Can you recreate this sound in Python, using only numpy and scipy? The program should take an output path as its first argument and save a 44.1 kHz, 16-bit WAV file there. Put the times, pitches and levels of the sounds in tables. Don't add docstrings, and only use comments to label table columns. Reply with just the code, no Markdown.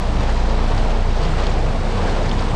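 import sys
import numpy as np
from scipy import signal
from scipy.fft import rfft, irfft, next_fast_len
from scipy.io import wavfile
from scipy.ndimage import uniform_filter1d, map_coordinates

SR = 44100
rng = np.random.default_rng(int(sys.argv[2]) if len(sys.argv) > 2 else 0)


def waveform_to_disk(signal):
    frames = np.transpose(np.atleast_2d(signal))
    scaled = np.clip(frames, -1, 1) * 32767
    samples = np.round(scaled).astype(np.int16)
    wavfile.write(sys.argv[1], SR, samples)


def makeup_ratio(level_db):
    decades = np.asarray(level_db, float) / 20
    return 10 ** decades


N = 112455


def unit(x):
    return x / np.sqrt(np.mean(x ** 2) + 1e-20)


def along(points, hz):
    f, v = np.transpose(points)
    return np.interp(np.log(hz + 1), np.log(f + 1), v)


def curves(rows):
    s, *columns = np.transpose(rows)
    return [np.interp(np.arange(N) / SR, s, column) for column in columns]


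def wobble(rate):
    knots = rng.standard_normal(400)
    return map_coordinates(knots, [np.clip(np.arange(N) * rate / SR, 0, 399)])


def filtered(x, response):
    lead = 2048
    wide = np.pad(x, lead, mode="reflect")
    m = next_fast_len(len(wide))
    spectrum = rfft(wide, m) * response(np.fft.rfftfreq(m, 1 / SR))
    return irfft(spectrum, m)[lead:lead + N]


def rush(spectrum, patchy_db):
    z = signal.stft(rng.standard_normal(N + 512), nperseg=512)[2]
    field = uniform_filter1d(rng.standard_normal(z.shape), size=8, axis=0)
    field = uniform_filter1d(field, size=5, axis=1)
    noise = signal.istft(z * makeup_ratio(patchy_db * unit(field)), nperseg=512)[1][:N]
    return unit(filtered(noise, lambda hz: makeup_ratio(along(spectrum, hz))))


def bubbles(start_s, level_db, pitch_hz, cycles, rise=.001):
    step = np.arange(500)
    turns = pitch_hz[:, None] * step / SR
    decay = np.exp(-1.3 * turns / cycles[:, None])
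    onset = 1 - np.exp(-1.8 * turns)
    shape = decay * onset * np.sin(2 * np.pi * turns * (1 + rise * turns))
    at = (np.round(start_s * SR).astype(int)[:, None] + step).ravel()
    return np.bincount(at, (makeup_ratio(level_db)[:, None] * shape).ravel(), minlength=N)[:N]


# (time [s], level [dB])
WIND_GUSTS = [(0, 1), (.3, 1.5), (.6, -1.5), (.77, 2), (1.07, -1.5), (1.25, 3), (1.5, 0.5), (1.75, 1.5),
              (1.9, 0.5), (2.05, 3), (2.25, 2), (2.55, 2.5)]
# (frequency [Hz], level [dB per Hz])
WIND_SPECTRUM = [(8, -77), (18, -29), (27, -3), (40, 4), (70, 3), (150, 1), (300, -8), (700, -36.5)]


def wind():
    gust_db, = curves(WIND_GUSTS)
    return makeup_ratio(-27.5 + gust_db + 0.58 * wobble(9.9)) * rush(WIND_SPECTRUM, patchy_db=-1.0)


# (time [s], peak level [dB], pitch [Hz], half length [s])
AIR_GULPS = [
    (0.754, -20, 94, 0.031),
    (1.3, -21.5, 155, 0.033),
    (1.621, -24.5, 97.8, 0.06),
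    (1.7, -25, 144, 0.048),
    (2.032, -27, 104, 0.032),
    (2.27, -25.5, 152.2, 0.055),
    (2.37, -31.5, 281, 0.074),
    (2.51, -25, 111.4, 0.035),
]


def gulps():
    t = np.arange(N) / SR
    sag_per_s = 4.4
    total = np.zeros(N)
    for s, db, hz, half_s in AIR_GULPS:
        since = t - s
        swell = np.exp(-(since / half_s) ** 2)
        turns = hz * since * (1 - sag_per_s * np.clip(since, -.15, .15) / 2)
        total += makeup_ratio(db) * swell * np.sin(2 * np.pi * turns)
    return total


# (time [s], level over the flow [dB])
FROTH_CHURN = [(0, -9), (.3, -8), (.45, -9.5), (.62, -6), (.75, -10), (1.0, -10), (1.2, -9), (1.6, -13.5),
               (1.9, -9.5), (2.15, -11), (2.55, -6)]
# (frequency [Hz], level [dB per Hz])
FROTH_SPECTRUM = [(500, -40), (760, -8), (900, 0), (1050, -1), (1250, -8), (1800, -40)]


def froth(flow_db):
    churn_db, = curves(FROTH_CHURN)
    return makeup_ratio(flow_db + churn_db + 0.85 * wobble(13)) * rush(FROTH_SPECTRUM, patchy_db=4.0)


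# (frequency [Hz], level [dB per Hz])
BODY_SPECTRUM = [(180, -41), (300, -3), (370, -5), (426, 0), (584, -3), (700, -1), (1600, -22.5),
                 (2080, -34), (3520, -120)]


def body(flow_db, splash_db):
    level_db = flow_db - 1 + 0.17 * splash_db + 0.85 * wobble(11.33)
    return makeup_ratio(level_db) * rush(BODY_SPECTRUM, patchy_db=.5)


def spray():
    count = 2500
    start_s = rng.random(count) * N / SR
    pitch_hz = np.clip(3790 * np.exp(0.438 * rng.standard_normal(count)), 1200, 9500)
    return unit(bubbles(start_s, np.zeros(count), pitch_hz, np.full(count, 1.5)))


# (frequency [Hz], level [dB per Hz])
FIZZ_SPECTRUM = [(590, -5), (1000, -5), (1580, -6.5), (4580, -15.5), (8500, -34.5), (11000, -60),
                 (18700, -120)]


def fizz(flow_db, spray_db, splash_db):
    hiss = rush(FIZZ_SPECTRUM, patchy_db=0.45) + makeup_ratio(-10.5) * spray()
    return makeup_ratio(flow_db - 5 + spray_db + splash_db + 0.13 * wobble(25.23)) * hiss


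# (time [s], level over the fizz [dB], length [s])
SMALL_SPLASHES = [(.21, 3, .014), (.235, 2, .008), (.29, 2.5, .018), (.5, 2.5, .012), (.78, 2.5, .01),
                  (.91, 2, .015), (1.24, 3, .015), (1.39, 2.5, .015), (1.44, 2, .01), (1.52, 2, .01),
                  (2.08, 2, .015), (2.26, 2, .012), (2.4, 2, .015)]


def splashes():
    t = np.arange(N) / SR
    return sum(db * np.exp(-((t - s) / length_s) ** 2) for s, db, length_s in SMALL_SPLASHES)


# (time [s], peak level [dB], pitch [Hz], life [cycles])
WATER_DROPS = [(.1685, -28, 2900, 5), (.2135, -30, 8300, 5), (.2137, -33, 9300, 4), (.234, -33, 8500, 5),
               (.3576, -34, 6500, 5), (.4628, -34, 6500, 5), (.502, -28, 4700, 7), (.683, -29, 4600, 6),
               (.7795, -24, 4700, 9), (.7797, -28, 5200, 5), (.8021, -27, 3000, 5), (.9058, -27, 3300, 5),
               (1.1049, -29, 2700, 5), (1.168, -31, 6200, 7), (1.171, -30, 5000, 6), (1.2291, -28, 3400, 4),
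               (1.2315, -30, 7000, 4), (1.2515, -26, 5000, 5), (1.335, -22, 1300, 8), (1.425, -29, 5200, 6),
               (1.4411, -31, 6200, 5), (1.4682, -15, 3200, 3), (1.4684, -17, 4500, 4),
               (1.4684, -25, 6600, 4), (1.4685, -29, 7600, 4), (1.4945, -33, 7300, 6),
               (1.4975, -32, 6900, 7), (1.504, -28, 7300, 6), (1.5042, -31, 6200, 4), (1.87, -24, 1600, 6),
               (1.9779, -27, 3400, 5), (2.08, -22, 1550, 8), (2.1535, -26, 3050, 5), (2.2598, -30, 6700, 5),
               (2.293, -20, 4400, 7), (2.2932, -23, 5000, 6), (2.298, -26, 3400, 5), (2.3138, -19, 3000, 6),
               (2.314, -18, 3500, 7), (2.3142, -26, 4400, 3), (2.317, -24, 3200, 6), (2.329, -29, 6500, 6),
               (2.384, -26, 3300, 8), (2.394, -25, 4650, 11), (2.424, -21, 4600, 4), (2.4242, -27, 5200, 4),
               (2.4833, -28, 2700, 5)]


def drops():
    return bubbles(*np.transpose(WATER_DROPS))


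# (time [s], flow level [dB], spray over its usual share [dB])
WASH_FLOW = [(0, -29.6, 1), (.12, -28.8, .2), (.24, -27.4, 0), (.38, -28.7, 1.1), (.5, -27.2, -.8),
             (.66, -28.6, 1.2), (.85, -27.8, .2), (1.0, -28.2, -.8), (1.08, -29.6, .2), (1.24, -26.6, .2),
             (1.33, -28, 1), (1.43, -27, 2), (1.56, -27.8, 0), (1.8, -28.5, -.7), (1.95, -26.5, -.2),
             (2.14, -25.2, -.7), (2.3, -26.9, -.3), (2.4, -27, -.6), (2.55, -27.2, -.8)]


def sea():
    flow_db, spray_db = curves(WASH_FLOW)
    splash_db = splashes()
    return body(flow_db, splash_db) + froth(flow_db) + fizz(flow_db, spray_db, splash_db) + drops()


# (time [s], firing rate [Hz], level [dB], hull lean [dB])
ENGINE_IDLE = [(0, 28.93, -19.5, -4), (.2, 28.93, -19, -6), (.5, 28.95, -17.3, -6), (.68, 28.95, -16.5, 4),
               (.79, 28.95, -16.8, -2), (1.0, 28.97, -16.3, 4), (1.3, 29.0, -16, 1),
               (1.5, 29.02, -16.3, -1), (1.7, 29.05, -18.3, -1), (1.82, 29.05, -18.8, 4),
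               (2.09, 28.95, -18.5, 7), (2.24, 28.92, -20, 1), (2.55, 28.92, -19.3, 4)]
# (time [s], panel hum [dB], hull lead [rad])
PANEL_HUM = [(0, -10, -.8), (.15, -8, -.9), (.4, 2.5, -.8), (.62, 1, -1), (.8, 1, .6), (1.1, -2, .2),
             (1.5, -3, -.2), (1.85, 2.5, -1.1), (2.1, 3, -2.3), (2.3, 4, -1.8), (2.55, 7.5, -.8)]
# (multiple of the firing rate, level [dB], share of lean, share of hum)
THROB_ORDERS = [
    (1, 0, 0, 0),
    (2, -10, -1, 0),
    (3, -15.5, 1.1, 0),
    (4, -25, .7, .8),
    (5, -25, .3, .3),
    (6.5, -21.5, 0, 1),
    (7.75, -21, 0, 1),
]


def engine():
    rate_hz, level_db, lean_db = curves(ENGINE_IDLE)
    hum_db, lead_rad = curves(PANEL_HUM)
    first_firing_s = 0.02264
    phase = 2 * np.pi * (np.cumsum(rate_hz) / SR - first_firing_s * rate_hz[0])
    throb = np.zeros(N)
    for k, db, follows_lean, follows_hum in THROB_ORDERS:
        unsteady_db = .9 * np.log(k) * wobble(9.2)
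        order_db = db + follows_lean * lean_db + follows_hum * hum_db + unsteady_db + .6 * 0
        flutter = makeup_ratio(.6 * wobble(3.6))
        drift_rad = (k - 1) * .16 * wobble(4.234)
        throb += makeup_ratio(order_db) * flutter * np.cos(k * phase + (k > 1) * lead_rad + drift_rad)
    return -np.sqrt(2) * makeup_ratio(level_db) * throb


def scene():
    return (wind() + gulps() + sea() + engine())[None]


def low_pass(x):
    return signal.sosfilt(signal.butter(12, 13760, fs=SR, output="sos"), x)


def record(dry):
    top_hz = SR / 4

    def band_edge(hz):
        soft = 1 / (1 + np.exp(np.clip((hz - 9810) / 670, -50, 50))) ** 2
        return soft * np.clip((top_hz + 200 - hz) / 800, 0, 1)

    def mirror_fall(hz):
        return (hz > top_hz) * makeup_ratio(-5 - 12.5 * (hz - top_hz) / 1000)

    kept = filtered(dry[0], band_edge)
    folded = kept * 2 * np.cos(4 * np.pi * top_hz * np.arange(N) / SR)
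    mirror = filtered(folded, mirror_fall)
    return low_pass((kept + mirror)[None])


dry = scene()
out = record(dry)
waveform_to_disk(out)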